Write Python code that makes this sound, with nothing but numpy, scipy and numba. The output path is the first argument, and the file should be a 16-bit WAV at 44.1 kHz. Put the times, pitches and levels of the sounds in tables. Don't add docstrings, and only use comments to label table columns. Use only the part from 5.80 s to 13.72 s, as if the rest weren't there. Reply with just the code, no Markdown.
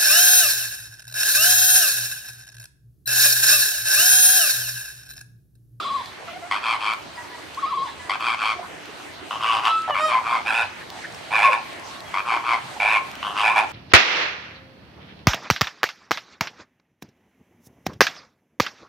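import sys
import numpy as np
from scipy import signal
from scipy.fft import rfft, irfft, next_fast_len
from scipy.io import wavfile
from scipy.ndimage import map_coordinates
from numba import njit

SR = 44100
rng = np.random.default_rng(int(sys.argv[2]) if len(sys.argv) > 2 else 0)


def elevation(decibels):
    levels = np.asarray(decibels, float)
    return 10 ** (levels / 20)


def store_wav(level_fs):
    pcm = np.round(np.clip(np.atleast_2d(level_fs), -1, 1) * 32767)
    wavfile.write(sys.argv[1], SR, pcm.T.astype(np.int16))


N = 349272


def rms_one(x):
    return x / np.sqrt(np.mean(x ** 2) + 1e-20)


def drift(rate_hz, size):
    knots = rng.standard_normal(int(size * rate_hz / SR) + 3)
    return map_coordinates(knots, [np.arange(size) * rate_hz / SR], order=3)


def at_hz(points, hz):
    point_hz, value = np.transpose(points)
    return np.interp(np.log(hz), np.log(point_hz), value)


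def place(x, pan_db):
    return x * elevation([[pan_db / 2], [-pan_db / 2]])


def unroll(rows):
    s, *columns = np.transpose(rows)
    at = np.arange(round(s[0] * SR), min(round(s[-1] * SR), N))
    fade = np.clip(np.minimum(at - at[0], at[-1] - at) / (0.002 * SR), 0, 1)
    return at, [np.interp(at / SR, s, c) for c in columns], fade


@njit
def resonate(x, turn, r):
    y = np.zeros(len(x))
    for i in range(2, len(x)):
        y[i] = x[i] - x[i - 2] + 2 * r * np.cos(turn[i]) * y[i - 1] - r * r * y[i - 2]
    return y


def resonance(x, hz, width_hz):
    turn = 2 * np.pi * hz / SR * np.ones(len(x))
    r = np.exp(-np.pi * width_hz / SR)
    return rms_one(resonate(resonate(x, turn, r), turn, r))


def effort(start, length, level_db, swell_db, attack_s, release_s, arch_db, onset_db, tail_db):
    first_db = level_db - arch_db - swell_db / 2
    last_db = level_db - arch_db + swell_db / 2
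    return [(start, first_db + onset_db),
            (start + attack_s, first_db),
            (start + (length + attack_s - release_s) / 2, level_db),
            (start + length - release_s, last_db),
            (start + length, last_db + tail_db)]


def plain(table):
    share = np.array([0, 0.13, 0.77, 1])
    edge_db = np.array([-5.5, 0, 0, -5.5])
    return [np.transpose([start + length * share, hz + glide * (share - .5), level_db + edge_db])
            for start, length, hz, level_db, glide in table]


def notes(tables, partials, waver, flutter_db):
    out = np.zeros(N)
    for rows in tables:
        at, (hz, level_db), fade = unroll(rows)
        phase = 2 * np.pi * np.cumsum(hz * (1 + waver * drift(94, len(at)))) / SR
        tone = 0
        for k, db in partials:
            tone = tone + elevation(db + flutter_db * drift(62.8, len(at))) * np.sin(k * phase + k * k)
        out[at] += fade * np.sqrt(2) * elevation(level_db) * tone
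    return out


# frequency_hz, level_db (per Hz)
AIR_SPECTRUM = [(15, -61), (25, -55), (70, -7), (228, -9), (254, -8.5), (370, -3.5), (585, -12),
                (688, -3.5), (1420, -8), (1720, -6.5), (2580, -10.5), (4920, -16.5), (5790, -24.5),
                (8670, -24), (15700, -46.5)]
# time_s, level_db
AIR_LOUDNESS = [(0.0, -35), (0.17, -39), (7.92, -36.5)]
# frequency_hz, likeness (0 to 1)
AIR_COHERENCE = [(50, 0.66), (150, 0.42), (600, 0.15), (3000, 0.27), (12000, 0.33)]
# frequency_hz, balance_db
AIR_PAN = [(50, -1), (150, -4), (400, -1.7), (2000, -1.1)]


def air():
    out = 0
    edges = 25 * 2 ** np.arange(0, 9.6, .5)
    white = rng.standard_normal((2, 2, N))
    for k, (low, high) in enumerate(zip(edges, edges[1:])):
        band = signal.butter(2, [low, high], "band", fs=SR, output="sos")
        mid, side = signal.sosfilt(band, white[k % 2])
        hz = np.sqrt(low * high)
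        alike = np.clip(at_hz(AIR_COHERENCE, hz), 0, .99)
        gain = elevation(at_hz(AIR_SPECTRUM, hz) + 2.43 * drift(14, N) + 0.22 * drift(2.98, N))
        ears = np.sqrt(1 + alike) * mid + np.sqrt(1 - alike) * side * [[1], [-1]]
        out = out + gain * place(ears, at_hz(AIR_PAN, hz))
    s, level_db = np.transpose(AIR_LOUDNESS)
    return elevation(np.interp(np.arange(N) / SR, s, level_db) - 0.5) * rms_one(out)


def surroundings(x):
    s = np.arange(SR) / SR

    def decay(level_db, t60_s, delay_s):
        return elevation(level_db - 60 * s / t60_s) * (s > delay_s) / np.sqrt(t60_s * SR / 14)

    mid, side = rng.standard_normal((2, SR))
    scatter = (mid + 0.87 * side * [[1], [-1]]) * (decay(-10, .1, .002) + decay(-13, .5, .02))
    echoes = signal.lfilter([.5], [1, -.55], scatter)
    size = next_fast_len(N + SR)
    return irfft(rfft(x, size) * rfft(echoes, size), size)[:, :N]


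def water_sprinkle():
    clicks = (rng.random(N) < 45 / SR) * elevation(-50 + 4.5 * np.minimum(rng.exponential(1, N), 3.5))
    sides = elevation(2.5 * drift(30, N) * np.array([[1], [-1]]))
    band = signal.butter(2, [1800, 9000], "band", fs=SR, output="sos")
    return sides * signal.sosfilt(band, clicks + 1e-18)


# time_s, peak_db, centre_hz
WATER_TICKS = [(0.2583, -26, 3160), (0.3294, -40, 3120), (1.1344, -21, 3310), (1.7459, -25.5, 3270),
               (2.4034, -29, 3210), (2.6314, -27, 3080), (3.056, -28, 3080), (4.019, -28, 3890),
               (5.1018, -25.5, 3130), (5.3233, -33, 4630), (5.3467, -27, 3500), (5.9309, -31, 3690),
               (5.9968, -29, 4900), (6.2048, -25, 3050), (7.3143, -27, 3600), (7.3537, -25, 3060)]
# time_s, peak_db, centre_hz
WATER_PLOPS = [
    (.478, -28, 1280),
    (1.57, -35.5, 1150),
    (2.078, -32, 1740),
    (2.825, -28, 1040),
    (3.085, -36.5, 403),
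    (5.006, -34, 1770),
    (5.18, -33, 750),
    (5.238, -25.5, 1700),
    (6.96, -29, 848),
]


def water_drops():
    out = np.zeros((2, N))
    s = np.arange(1500) / SR
    for events, swell_s, sharpness, crack in ((WATER_TICKS, .0006, 1.1, .45), (WATER_PLOPS, .007, 4.5, 0)):
        for when, peak_db, hz in events:
            burst = rng.standard_normal(len(s)) * s / swell_s * np.exp(1 - s / swell_s)
            sound = resonance(burst, hz, hz / sharpness) + crack * rms_one(burst)
            sound = elevation(peak_db) * sound / np.abs(sound).max()
            at = round(when * SR)
            out[:, at:at + len(s)] += place(sound, rng.normal(-1, 1.5))
    return out


# start_s, length_s, pitch_hz, level_db, glide_hz (over the note)
SONGBIRD_CHIRPS = [
    (1.35, .025, 4930, -55, -450),
    (6.15, .065, 3970, -55, 940),
    (6.25, .04, 3325, -50.5, -50),
]


def songbird():
    return place(notes(plain(SONGBIRD_CHIRPS), [(1, 0)], waver=0.011, flutter_db=6.0), -.7)


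# start_s, length_s, pitch_hz, level_db, glide_hz
FAR_LOW_NOTES = [
    (0.475, 0.052, 670, -54, -30),
    (0.53, 0.049, 714, -50.5, 70),
    (0.62, .06, 693, -51.5, 50),
]
FAR_HIGH_NOTES = [
    (1.37, .055, 967, -41.5, 0),
    (1.505, 0.061, 972, -43.5, -40),
    (2.19, 0.096, 988, -45, -6),
]
FAR_MOANS = [
    (2.75, .05, 715, -44, 0),
    (2.81, .04, 715, -44, 30),
]
# multiple (of the pitch), level_db
FAR_LOW_SPECTRUM = [(1, 11.7), (2, 4), (3, 4)]
FAR_HIGH_SPECTRUM = [(1, -0.5), (1.73, -6), (2, -1.5)]
FAR_MOAN_SPECTRUM = [(.5, -12), (1, 0)]


def far_birds():
    low = notes(plain(FAR_LOW_NOTES), FAR_LOW_SPECTRUM, waver=0.022, flutter_db=3.5)
    high = notes(plain(FAR_HIGH_NOTES), FAR_HIGH_SPECTRUM, waver=0.0041, flutter_db=4.5)
    moan = notes(plain(FAR_MOANS), FAR_MOAN_SPECTRUM, waver=0.02, flutter_db=6.5)
    return place(low, 0.86) + place(high, -.4) + place(moan, .6)


# time_s, pitch_hz, level_db
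TOOT_CALL = [
    [(4.18, 600, -38), (4.215, 619, -29.5), (4.255, 626, -28.5), (4.295, 619, -29.5), (4.325, 580, -39)],
]
# start_s, length_s, pitch_hz, level_db, glide_hz
PEEP_NOTE = [
    (4.095, .06, 588, -32, -45),
]
WHISTLE_NOTES = [
    (3.885, .112, 1310, -21.5, 0),
    (3.985, .1, 1309, -33, -2),
]
RING_NOTES = [
    (3.66, 0.063, 1147, -23, -86),
    (4.33, 0.064, 1032, -22.5, -30),
    (4.515, 0.063, 1040, -22, -38),
    (5.638, 0.074, 1082, -17, -24),
    (7.155, 0.039, 1059, -24, -40),
    (7.7, 0.039, 1050, -21.5, -10),
    (5.98, 0.25, 1080, -48, 80),
]
# multiple, level_db
TOOT_SPECTRUM = [(1, -2), (2, 6), (3, -4), (4, -10), (5, -8.5), (6, -12), (7, -20), (8, -18), (9, -19.5),
                 (10, -31), (11, -25), (12, -22.5), (13, -24), (14, -32), (15, -28), (16, -27), (17, -38),
                 (18, -32), (19, -36)]
PEEP_SPECTRUM = [(1, -3), (2, 3), (3, -8), (4, -20), (5, -4), (6, -22)]
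WHISTLE_SPECTRUM = [(1, 0), (2, -16)]
RING_SPECTRUM = [(1, 0), (2, -14.5)]
# start_s, length_s, pitch_hz, level_db, glide_hz
GROAN_NOTES = [
    (5.645, .09, 600, -31, -280),
    (3.71, 0.058, 810, -34, -60),
    (7.64, .08, 620, -45, -150),
    (3.86, 0.042, 900, -28.5, 27),
    (4.685, 0.059, 1490, -30, -30),
    (4.785, .055, 1470, -27.5, 10),
]


def clear_callers():
    toot = notes(TOOT_CALL, TOOT_SPECTRUM, waver=0.0053, flutter_db=2.3)
    peep = notes(plain(PEEP_NOTE), PEEP_SPECTRUM, waver=0.0035, flutter_db=2.0)
    whistle = notes(plain(WHISTLE_NOTES), WHISTLE_SPECTRUM, waver=0.0016, flutter_db=1.0)
    ring = notes(plain(RING_NOTES), RING_SPECTRUM, waver=0.0072, flutter_db=2.0)
    groan = notes(plain(GROAN_NOTES), RING_SPECTRUM, waver=0.058, flutter_db=4.5)
    return place(toot, 1.0) + place(peep, .8) + place(whistle, 1.1) + place(ring, -0.83) + place(groan, -1.5)


# start_s, length_s, level_db, swell_db
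BREATH_RASPS = [
    (0.0, 0.34, -42, -10),
    (1.798, .35, -44, 3),
    (3.881, .16, -39.5, 0),
]


def breath():
    out = np.zeros(N)
    bands = [(3500, 450, -3.5), (3890, 430, -2.5), (4600, 640, -9), (7700, 2100, -18.5)]    # Hz, width Hz, dB
    for row in BREATH_RASPS:
        rows = effort(*row, attack_s=.004, release_s=.07, arch_db=1.7, onset_db=-1.5, tail_db=-11)
        at, (level_db,), fade = unroll(rows)
        hiss = rng.standard_normal(len(at))
        for hz, width_hz, db in bands:
            patches = elevation(db + 3.4 * drift(36, len(at)))
            out[at] += fade * elevation(level_db) * patches * resonance(hiss, hz, width_hz)
    return out


# time_s, pitch_hz, level_db
SQUEAL_WARBLES = [
    [(0.0, 1279, -21), (0.016, 1091, -38), (0.026, 1355, -34.5), (0.058, 1094, -26), (0.09, 1190, -27.5),
     (0.116, 1045, -25), (0.142, 1174, -28), (0.208, 960, -30.5), (0.24, 1127, -47)],
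    [(1.815, 1374, -38), (1.833, 1051, -23), (1.897, 1306, -31), (1.935, 1034, -24.5), (1.953, 1208, -28),
     (1.981, 1058, -25), (2.025, 1144, -29), (2.075, 899, -34.5), (2.12, 952, -43)],
]
# start_s, length_s, pitch_hz, level_db, glide_hz
SQUEAK_NOTE = [
    (1.772, .028, 1190, -29, 342),
]
# multiple, level_db
SQUEAL_SPECTRUM = [(1, 0), (2, -23), (3, -21), (4, -31)]


def squealer():
    tables = SQUEAL_WARBLES + plain(SQUEAK_NOTE)
    voice = notes(tables, SQUEAL_SPECTRUM, waver=.042, flutter_db=2.2)
    return place(voice + breath(), 0.27)


def honks(syllables, manner, upper, rough, low_width_hz, second_width_hz, burst_s):
    out = np.zeros(N)
    (attack_s, release_s, arch_db, low_from_hz, low_to_hz,
     second_from_hz, second_to_hz, second_db, upper_db) = manner
    for start, length, level_db, swell_db, per_s in syllables:
        rows = effort(start, length, level_db, swell_db, attack_s, release_s, arch_db, onset_db=-10.5, tail_db=-11)
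        at, (effort_db,), fade = unroll(rows)
        cycles = np.cumsum(per_s * (1 + .03 * drift(50, len(at)))) / SR
        whole = cycles.astype(int)
        since = (cycles % 1 - .4) / per_s
        gate = np.exp(-.5 * (since / burst_s) ** 2)
        puff_gate = np.exp(-.5 * (since / .0026) ** 2) + .4
        puff = rms_one(rng.standard_normal(len(at)) * puff_gate)
        shared_db = rng.standard_normal(60)

        def band(hz, width_hz):
            slip, detune, own_db = rng.standard_normal((3, 60))
            if width_hz > 1000:
                flutter = rms_one(gate * rng.standard_normal(len(at))) * np.sqrt(SR / 4 / width_hz)
            else:
                carrier_hz = hz + .15 * width_hz * detune[whole]
                flutter = rms_one(gate * np.sin(2 * np.pi * carrier_hz * since + .6 * slip[whole]))
            source = flutter + rough * np.sqrt(SR / 2 / width_hz) * puff
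            return resonance(elevation(shared_db + own_db)[whole] * source, hz, width_hz)

        top = sum(elevation(db) * band(hz, 1.35 * width_hz) for hz, width_hz, db in upper)
        low = band(np.linspace(low_from_hz, low_to_hz, len(at)), low_width_hz)
        share = np.linspace(0, 1, len(at)) ** (0.49 if second_to_hz > second_from_hz else 1)
        second = band(second_from_hz + (second_to_hz - second_from_hz) * share, second_width_hz)
        bright = elevation(0.48 * (effort_db - level_db))
        out[at] += fade * elevation(effort_db) * (low + bright * (elevation(second_db) * second + elevation(upper_db) * top))
    return out


# start_s, length_s, level_db, swell_db (over the hold), pulse_rate_hz
HOARSE_STARTS = [
    (3.506, .095, -30, -6, 109.7),
    (7.425, .13, -29.5, -6, 100),
]
HOARSE_HONKS = [
    (3.595, 0.24, -22.5, 1.8, 110.9),
    (3.815, 0.11, -20.5, 6.2, 114.6),
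    (7.535, .12, -23, 9.6, 105.2),
]
# attack_s, release_s, arch_db, low_from_hz, low_to_hz, second_from_hz, second_to_hz, second_db, upper_db
HOARSE_START_MANNER = (.004, .028, .5, 1130, 900, 2900, 2950, -5.5, -28)
HOARSE_HONK_MANNER = (0.02, 0.04, 3.5, 1133, 980, 2749.5, 2750, -2.5, -18.5)
# centre_hz, width_hz, level_db
HOARSE_THROAT = [(4280, 820, -1.5), (4630, 180, -9), (2120, 600, 7.5), (7740, 1900, -5.5),
                 (11500, 2500, -22)]


def hoarse_bird():
    out = 0
    for calls in ((HOARSE_STARTS, HOARSE_START_MANNER), (HOARSE_HONKS, HOARSE_HONK_MANNER)):
        out = out + honks(*calls, HOARSE_THROAT, rough=.7, low_width_hz=560, second_width_hz=970, burst_s=.00045)
    return place(out, 1.2)


# start_s, length_s, level_db, swell_db, pulse_rate_hz
NASAL_BRAYS = [
    (4.65, 0.21, -27, 1.8, 113.1),
]
NASAL_HOLDS = [
    (5.505, 0.22, -22.5, 4.1, 107.6),
    (7.62, 0.13, -21, 1.8, 108.5),
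]
NASAL_CLIPS = [
    (5.71, 0.096, -20.5, -5.5, 111.2),
    (7.748, .105, -15.5, -1.5, 108.3),
]
NASAL_SHARPS = [
    (6.998, 0.2, -24, 2.3, 106.3),
]
# attack_s, release_s, arch_db, low_from_hz, low_to_hz, second_from_hz, second_to_hz, second_db, upper_db
NASAL_BRAY_MANNER = (0.018, 0.042, 0.74, 865, 870, 2480, 2470, 3, 0.92)
NASAL_HOLD_MANNER = (0.02, 0.07, 0.1, 860, 977, 2389, 2405, 2, -3.5)
NASAL_CLIP_MANNER = (.022, 0.06, 2, 1002, 820, 2386, 2458, -1, -5)
NASAL_SHARP_MANNER = (0, .03, 0.3, 810, 1000, 2378, 2380, 4, -4)
# centre_hz, width_hz, level_db
NASAL_THROAT = [(640, 340, -16), (1433, 350, -2.5), (1680, 150, -6.5), (3490, 740, -10.5),
                (4840, 620, -18.5), (8300, 2300, -20.5), (10900, 4400, -47)]


def nasal_bird():
    out = 0
    for calls in ((NASAL_HOLDS, NASAL_HOLD_MANNER), (NASAL_CLIPS, NASAL_CLIP_MANNER),
                  (NASAL_BRAYS, NASAL_BRAY_MANNER), (NASAL_SHARPS, NASAL_SHARP_MANNER)):
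        out = out + honks(*calls, NASAL_THROAT, rough=.55, low_width_hz=620, second_width_hz=510, burst_s=.001269)
    return place(out, -2.1)


# start_s, length_s, level_db, swell_db, pulse_rate_hz
BRIGHT_STARTS = [
    (0.709, .088, -25, -4, 102.6),
    (2.293, .082, -25.5, -2.5, 99.2),
]
BRIGHT_HONKS = [
    (0.82, 0.16, -23.5, 1.2, 114.6),
    (0.995, 0.16, -24.5, .5, 109.1),
    (2.395, 0.17, -24, 2.8, 112.9),
    (2.57, .175, -24, 4.4, 109.5),
]
DULL_STARTS = [
    (4.142, .085, -24, 1, 99.4),
    (6.338, .088, -24.5, -2, 95.9),
]
DULL_HONKS = [
    (4.28, .15, -22, -4.5, 114.9),
    (4.43, .19, -23, 2, 113.1),
    (6.45, .16, -21, 3, 116.5),
    (6.62, .17, -21, 5.5, 116.5),
]
GULP_SOUNDS = [
    (4.076, 0.036, -22.5, 3, 107.8),
    (5.1, .08, -41, 2.5, 102.6),
]
# attack_s, release_s, arch_db, low_from_hz, low_to_hz, second_from_hz, second_to_hz, second_db, upper_db
BRIGHT_START_MANNER = (.003, .026, .5, 1000, 1150, 1850, 2520, -2.5, -10)
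BRIGHT_HONK_MANNER = (0.0148, 0.02, 4, 1135, 1009, 2500, 2230, -1.5, -9)
DULL_START_MANNER = (.003, .024, .5, 1020, 1125, 2000, 2450, -4, -17)
DULL_HONK_MANNER = (0.0348, 0.05, 2.5, 1100, 950, 2410, 2130, -4.5, -16)
GULP_MANNER = (-0.06, -0.06, 7, 890, 760, 1200, 1800, -15, -24)
# centre_hz, width_hz, level_db
TRIPLE_THROAT = [(3170, 470, 1), (4435, 520, -5), (4940, 130, -15), (6900, 470, -33), (8100, 1400, -15.5),
                 (9700, 850, -25)]


def long_throated_bird():
    out = 0
    for calls in ((BRIGHT_STARTS, BRIGHT_START_MANNER), (BRIGHT_HONKS, BRIGHT_HONK_MANNER),
                  (DULL_STARTS, DULL_START_MANNER), (DULL_HONKS, DULL_HONK_MANNER), (GULP_SOUNDS, GULP_MANNER)):
        out = out + honks(*calls, TRIPLE_THROAT, rough=.55, low_width_hz=840, second_width_hz=490, burst_s=.0009)
    return place(out, 1.1)


def scene():
    birds = songbird() + far_birds() + clear_callers() + squealer()
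    birds = birds + hoarse_bird() + nasal_bird() + long_throated_bird()
    background = air() + water_sprinkle() + water_drops()
    return background + surroundings(birds.mean(axis=0)) + elevation(-0.31) * birds


def roll_off(x):
    return signal.sosfilt(signal.butter(12, 15840, fs=SR, output="sos"), x)


def record(dry):
    rounded = np.tanh(dry / 1.1) * 1.1
    low_pass = signal.cheby2(24, 60, 15950, fs=SR, output="sos")
    mix = signal.sosfilt(low_pass, rounded)
    return roll_off(mix)


dry = scene()
out = record(dry)
store_wav(out)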